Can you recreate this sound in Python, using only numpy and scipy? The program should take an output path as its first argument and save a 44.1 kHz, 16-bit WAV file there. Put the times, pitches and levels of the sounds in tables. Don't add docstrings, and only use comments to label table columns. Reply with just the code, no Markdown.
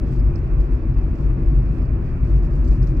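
import sys
import numpy as np
from scipy import signal
from scipy.fft import rfft, irfft, next_fast_len
from scipy.io import wavfile
from scipy.ndimage import uniform_filter1d, map_coordinates

SR = 44100
rng = np.random.default_rng(int(sys.argv[2]) if len(sys.argv) > 2 else 0)


def wav_record(signal):
    frames = np.transpose(np.atleast_2d(signal))
    bounded = np.clip(frames, -1, 1)
    quanta = np.round(bounded * 32767).astype(np.int16)
    wavfile.write(sys.argv[1], SR, quanta)


def undo_db(level):
    steps = np.asarray(level, float) / 20
    return 10 ** steps


N = 132300

# [start_s, boom_level_db, drone_swell_db]
ROAD_LEVELS = [
    (0, -20, 0.5),
    (.75, -21.5, -3),
    (1.5, -21, 0),
    (2.1, -23, -1.5),
    (3, -22, 0),
]
# [pitch_hz, likeness (0 to 1)]
CABIN_LIKENESS = [(40, 0.98), (120, 0.97), (200, 0.89), (300, 1), (480, 0.71), (800, 0.17), (1300, 0.12),
                  (3000, .1)]
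# [pitch_hz, level_db (per Hz)]
TRIM_SPECTRUM = [(2800, -6), (4900, -4.5), (6500, -7.5), (9150, -4.5), (9500, -22.5), (10600, -18.5),
                 (11600, -10), (15800, -12.5)]
# [pitch_hz, likeness (0 to 1)]
TRIM_LIKENESS = [(3000, 0.12), (15000, .05)]

BOUNCE_S, BOUNCE_DB = 0.0035, -9


def unit(x):
    return x / np.sqrt(np.mean(x ** 2) + 1e-20)


def along(points, hz):
    f, v = np.transpose(points)
    return np.interp(np.log(hz + 1), np.log(f + 1), v)


def curves(rows):
    s, *cols = np.transpose(rows)
    return [np.interp(np.arange(N) / SR, s, c) for c in cols]


def wobble(rate):
    return map_coordinates(rng.standard_normal(400), [np.arange(N) * rate / SR], mode="wrap")


def filtered(x, response):
    m = next_fast_len(N + SR // 2)
    return irfft(rfft(x, m) * response(np.fft.rfftfreq(m, 1 / SR)), m)[..., :N]


def closed(points, f):
    return undo_db(along(points, f)) * (f > points[0][0]) * (f < points[-1][0])


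def modes(table, f):
    power = 0
    for centre, width, db in table:
        detuning = (f * f - centre * centre) / (f * width + 1e-9)
        power = power + undo_db(db) ** 2 / (1 + detuning ** 2) ** 2
    return np.sqrt(power)


def rush(gain, alike, patchy_db):
    z = signal.stft(rng.standard_normal((2, N)), nperseg=512)[2]
    field = uniform_filter1d(rng.standard_normal(z.shape[1:]), 6, axis=0)
    field = uniform_filter1d(field, 10, axis=1)
    pair = signal.istft(z * undo_db(patchy_db * unit(field)), nperseg=512)[1][:, :N]
    angle = lambda hz: np.arccos(np.clip(along(alike, hz), -1, 1)) / 2
    mid, side = filtered(pair, lambda hz: gain(hz) * [np.cos(angle(hz)), np.sin(angle(hz))])
    return unit(np.array([mid + side, mid - side]))


def steadied(x, floor):
    power = uniform_filter1d(np.mean(x ** 2, axis=0), size=SR // 8)
    return x / np.sqrt(np.abs(power) + floor)


def surges(rows, gain_db, min_s):
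    t = np.arange(N) / SR
    out = np.zeros(N)
    for (s, length, db, hz), phase in zip(rows, rng.random(len(rows))):
        swell = np.exp(-((t - s) / (0.64 * max(length, min_s))) ** 2 / 2)
        out += undo_db(db + gain_db) * swell * np.sin(2 * np.pi * (hz * t + phase))
    return out


def clicks(times, peak_db, t60, rise_s, bounce_db=BOUNCE_DB):
    t, out = np.arange(900) / SR, np.zeros(N + 900)
    blow = lambda t: undo_db(-60 * np.abs(t) / t60) * np.clip(t / rise_s, 0, 1)
    shape = blow(t) + undo_db(bounce_db) * blow(t - BOUNCE_S)
    for s, db in zip(times, peak_db):
        out[int(s * SR):][:900] += undo_db(db) * shape * np.sign(rng.standard_normal(900))
    return out[:N]


def cabin_boom(boom_db):
    # [pitch_hz, width_hz, level_db]
    boom_modes = [(27.5, 15, -12.5), (32.5, 12, -6.5), (46, 6.1, -4), (61, 29, -10.5), (80, 15, -26),
                  (89, 13, -13)]
    boom = rush(lambda f: modes(boom_modes, f), CABIN_LIKENESS, patchy_db=0)
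    return undo_db(boom_db) * steadied(boom, 0.037)


def road_bumps():
    # [start_s (middle), length_s, peak_db, pitch_hz]
    bump_rows = [(0.099, 0.022, -16, 52.7), (0.2, 0.039, -10, 41.2), (0.262, 0.027, -8.5, 48.8),
                 (0.313, 0.02, -17, 46.35), (0.541, 0.019, -12.5, 43.2), (0.605, 0.032, -7, 48.32),
                 (0.749, 0.029, -11.5, 49.6), (0.797, 0.017, -17.5, 44.5), (0.888, 0.035, -11.5, 50.3),
                 (0.979, 0.033, -12, 50.3), (1.04, 0.029, -17, 48.6), (1.103, 0.03, -18, 45.0),
                 (1.193, 0.007, -22, 52.0), (1.25, 0.082, -16, 47.1), (1.307, 0.053, -10.9, 44.5),
                 (1.426, 0.015, -20, 49.4), (1.488, 0.02, -10, 49.9), (1.567, 0.034, -7.5, 49.3),
                 (1.614, 0.022, -14, 50.3), (1.686, 0.025, -17.5, 49.73), (1.818, 0.038, -12.5, 47.5),
                 (1.932, 0.024, -11, 56.45), (2.142, 0.025, -16, 43.83), (2.24, 0.032, -10.5, 49.8),
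                 (2.286, 0.013, -18, 49.44), (2.336, 0.058, -7, 49.5), (2.441, 0.042, -12.5, 41.78),
                 (2.53, 0.033, -14.5, 46.5), (2.601, 0.023, -10.5, 54.17), (2.654, 0.026, -10.5, 46.9),
                 (2.714, 0.038, -6.5, 49.35), (2.82, 0.022, -10.5, 50.2), (2.896, 0.06, -15, 46.1),
                 (2.981, 0.029, -7.5, 47.7)]
    # [start_s (middle), length_s, peak_db, pitch_hz]
    drum_rows = [(0.053, 0.03, -20.5, 135), (0.125, 0.02, -24.5, 137.3), (0.171, 0.022, -21, 127.1),
                 (0.31, 0.027, -15.5, 125.6), (0.42, 0.039, -20.5, 118.0), (0.488, 0.017, -29.5, 122.7),
                 (0.572, 0.022, -18.5, 126.7), (0.623, 0.017, -23, 117.9), (0.741, 0.017, -25.5, 120.8),
                 (0.859, 0.016, -19, 131), (0.905, 0.03, -16.5, 128.3), (0.972, 0.022, -21.5, 127.7),
                 (1.067, 0.018, -21.3, 128.7), (1.209, 0.025, -19, 131.8), (1.32, 0.027, -19, 128.8),
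                 (1.38, 0.019, -19.5, 130.0), (1.546, 0.051, -19.5, 135), (1.605, 0.028, -21, 123.6),
                 (1.67, 0.018, -24, 128.4), (1.822, 0.018, -21, 131.2), (1.915, 0.018, -21, 122.3),
                 (2.066, 0.042, -20, 131.9), (2.136, 0.02, -22.0, 118), (2.241, 0.028, -17, 132.2),
                 (2.354, 0.032, -16, 130.8), (2.404, 0.014, -20.5, 126.3), (2.551, 0.016, -17.5, 135),
                 (2.728, 0.018, -20.5, 123), (2.813, 0.037, -14.5, 127.1), (2.922, 0.022, -16, 129.7)]
    return surges(bump_rows, -1.5, min_s=0.034) + surges(drum_rows, -2.5, min_s=0.028)


def panel_drone(swell_db):
    # [pitch_hz, width_hz, level_db]
    drone_modes = [(100.6, 14, -5), (124.7, 28, -6.5), (144, 25, -6.5), (175, 16, -8), (198.4, 13, -17),
                   (247.3, 58, -11.5), (328, 46.3, -12), (380, 10, -32), (544.6, 8, -22)]
    top_hz, level_db = 447, -25.5
    drone = rush(lambda f: modes(drone_modes, f) / (1 + (f / top_hz) ** 2), CABIN_LIKENESS, patchy_db=1.0)
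    return undo_db(level_db + swell_db) * steadied(drone, 0.12)


def tyres(boom_db):
    # [pitch_hz, level_db (per Hz)]
    hiss_spectrum = [(210, -21), (350, -2.5), (507, -15.5), (556, -13), (791, -21), (1120, -21.5),
                     (2100, -32), (2540, -35.5), (3050, -46), (3960, -76), (6710, -120)]
    # [pitch_hz, width_hz, level_db]
    groove_modes = [(2334, 130, -2.5), (2427, 23, 5), (2612, 190, -1), (1120, 150, 3.5), (1296, 23, 7.5)]
    # [pitch_hz, phase_rad]
    groove_phase = [(2250, -1.5), (2340, -2), (2450, 2.2), (2570, 1.5), (2700, 3.5)]
    hiss_db, groove_db = -39, -58
    hiss = rush(lambda f: closed(hiss_spectrum, f), CABIN_LIKENESS, patchy_db=0.88)
    pipes = rush(lambda f: modes(groove_modes, f), [(1200, 0.81), (2400, 0.53)], patchy_db=1.5)
    pipes = filtered(pipes, lambda f: [f * 0 + 1, np.exp(1j * along(groove_phase, f))])
    tyre_db = 0.034 * (boom_db - boom_db.mean()) + 0.19 * wobble(3.1)
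    return undo_db(tyre_db) * (undo_db(hiss_db) * hiss + undo_db(groove_db) * pipes)


def knocks():
    # [start_s, level_db]
    knock_rows = [
        (.3566, -40),
        (2.829, -46),
    ]
    # [pitch_hz, level_db, t60_s]
    panel_modes = [(4350, -4, .012), (4750, -2, .013), (5100, 1, .016), (5400, 2, .016), (5800, -3, .011),
                   (6900, -6, .007), (8000, -12, .006), (12200, -10, .005)]
    t = np.arange(N) / SR
    out = np.zeros((2, N))
    for s, db in knock_rows:
        for late, loss_db in ((0, 0), (BOUNCE_S, BOUNCE_DB)):
            u = np.clip(t - s - late, 0, 0.05)
            rise = 1 - np.exp(-u / 0.0004)
            phases = rng.random((len(panel_modes), 2, 1))
            for (hz, mode_db, t60), phase in zip(panel_modes, phases):
                decay = undo_db(db - 10.5 + loss_db + mode_db - 60 * u / t60)
                out += decay * rise * np.sin(2 * np.pi * (hz * u + phase))
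    return out


def ticks():
    # [start_s, peak_db]
    tick_rows = [(0.1988, -52), (0.2628, -60), (0.4748, -62.5), (0.61, -56), (0.94, -59), (0.98, -54),
                 (1.0136, -58.5), (1.1558, -53), (1.1794, -60.5), (1.2084, -57.5), (1.253, -61.5),
                 (1.5147, -57), (1.5554, -56.5), (1.5904, -59), (1.6232, -56), (1.6571, -56), (1.7863, -61),
                 (1.8203, -55.5), (1.855, -56.5), (2.2488, -59.5), (2.359, -61.5), (2.39, -56.5),
                 (2.4267, -55), (2.5592, -60), (2.6456, -52), (2.6757, -51), (2.7095, -55), (2.9427, -56),
                 (2.9676, -49)]
    s, db = np.transpose(tick_rows)
    taps = np.array([clicks(s, db - 3.5, t60=0.012, rise_s=0.001) for _ in range(2)])
    colour = lambda f: 0.26 + 6.0 * modes([(5000, 1500, 0)], f)
    return filtered(taps, lambda f: closed(TRIM_SPECTRUM, f) * colour(f) * (f > 3600))


def snaps():
    # [start_s, peak_db]
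    snap_rows = [(.1206, -63), (.2723, -64), (.357, -55), (.695, -62), (.7208, -50), (.7462, -53),
                 (1.1545, -62), (1.799, -66), (1.855, -66), (2.1425, -54), (2.554, -64), (2.671, -56),
                 (2.707, -63), (2.8285, -62)]
    s, db = np.transpose(snap_rows)
    pair = [clicks(s, db + 4 + lean_db, t60=0.006, rise_s=0.0003, bounce_db=-18) for lean_db in (3, -3)]
    return filtered(np.array(pair), lambda f: 1 / (1 + (7000 / (f + 1)) ** 4))


def clip_rings():
    # [start_s, level_db]
    ring_rows = [
        (.125, -66),
        (2.43, -67),
        (2.556, -63),
        (2.675, -58),
    ]
    hz, t60 = 7500, 0.045
    t = np.arange(N) / SR
    envelope = np.zeros(N)
    for s, db in ring_rows:
        envelope += undo_db(db - 60 * np.abs(t - s) / t60) * np.clip((t - s) / 0.002, 0, 1)
    return envelope * np.sin(2 * np.pi * hz * t + 1.5 * wobble(80))


def jolts():
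    # [start_s, length_s]
    jolt_spans = [(.05, .05), (.105, .065), (.26, .07), (.352, .035), (.425, .035), (.595, .075),
                  (.715, .045), (.9, .05), (.97, .06), (1.15, .085), (1.38, .1), (1.545, .05), (1.655, .13),
                  (1.81, .06), (2.105, .06), (2.238, .09), (2.355, .025), (2.423, .04), (2.5, .04),
                  (2.545, .04), (2.643, .04), (2.705, .015), (2.73, .045), (2.822, .025), (2.862, .045),
                  (2.963, .04)]
    jolt_levels = [-82, -76, -82.5, -80, -83, -80.5, -80.5, -87.5, -85, -78.5, -85, -82.5, -82, -89, -80.5,
                   -78, -77.5, -77, -75, -76.5, -74.5, -74, -77.5, -73, -73, -80]
    attack_s, release_s, idle_db = 0.005, 0.012, -90
    t = np.arange(N) / SR
    power = np.full(N, undo_db(idle_db) ** 2)
    for (s, length), db in zip(jolt_spans, jolt_levels):
        attack = np.clip((t - s) / attack_s, 0, 1)
        release = np.exp(-np.clip(t - s - length, 0, 3) / release_s)
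        power += undo_db(db) ** 2 * attack * release
    return np.sqrt(power) * undo_db(1.8 * wobble(25) + 1.8 * wobble(60))


def rustle(jolt):
    return jolt * undo_db(5) * rush(lambda f: closed(TRIM_SPECTRUM, f), TRIM_LIKENESS, patchy_db=1.2)


def patter(jolt):
    puffs_per_s, puff_s, spread_db = 220, 0.0011, 2.5
    strength = undo_db(spread_db * np.clip(rng.standard_normal(N), -2, 2))
    starts = (rng.random(N) < puffs_per_s / SR) * strength
    decay = np.exp(-np.arange(2000) / SR / puff_s)
    puffs = signal.fftconvolve(starts, decay)[:N] * rng.standard_normal((2, N))
    return jolt * undo_db(1) * unit(filtered(puffs, lambda f: closed(TRIM_SPECTRUM, f)))


def creak():
    # [middle_s, half_length_s, pitch_hz, level_db]
    creak_event = (.08, .03, 3300, -67)
    s, half, hz, db = creak_event
    swell = np.exp(-((np.arange(N) / SR - s) / half) ** 2)
    return undo_db(db) * swell * rush(lambda f: modes([(hz, 350, 0)], f), TRIM_LIKENESS, patchy_db=2)


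def still_air():
    # [pitch_hz, level_db (per Hz)]
    air_spectrum = [(2700, -4.5), (3200, -0.5), (4500, -9.5), (6500, -15), (9200, -15.5), (9700, -30),
                    (12000, -22.5), (15800, -29.5)]
    air = rush(lambda f: closed(air_spectrum, f), TRIM_LIKENESS, patchy_db=1.7)
    return undo_db(-73 + 1.3 * wobble(12)) * air


def scene():
    boom_db, swell_db = uniform_filter1d(curves(ROAD_LEVELS), size=400)
    road = cabin_boom(boom_db) + road_bumps() + panel_drone(swell_db) + tyres(boom_db)
    jolt = jolts()
    contacts = knocks() + ticks() + snaps() + clip_rings()
    rubbing = rustle(jolt) + patter(jolt) + creak()
    return road + contacts + rubbing + still_air()


def top_cut(x):
    return signal.sosfilt(signal.butter(12, 15830, fs=SR, output="sos"), x)


def record(dry):
    # [pitch_hz, level_db]
    port_lean = [(30, 2.3), (85, 1.2), (230, 1.8), (320, 3.8), (500, -.5), (1200, -2.5), (1800, -7),
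                 (3500, -6.5)]
    # [pitch_hz, level_db]
    right_colour = [(3500, 0), (4700, 8.5), (5550, 7), (6200, 5.5), (8600, -2.5), (9600, -15.5),
                    (11500, -2.5), (15000, -0.5)]
    # [pitch_hz, phase_rad]
    right_lead = [(30, .4), (60, .25), (120, .13), (300, .06), (500, -.1)]
    right = lambda f: undo_db(along(right_colour, f)) * np.exp(1j * along(right_lead, f))
    balance = lambda f: undo_db(along(port_lean, f) * np.array([[0.5], [-0.5]]))
    ports = filtered(dry, lambda f: balance(f) * [f * 0 + 1, right(f)])
    return top_cut(ports)


dry = scene()
out = record(dry)
wav_record(out)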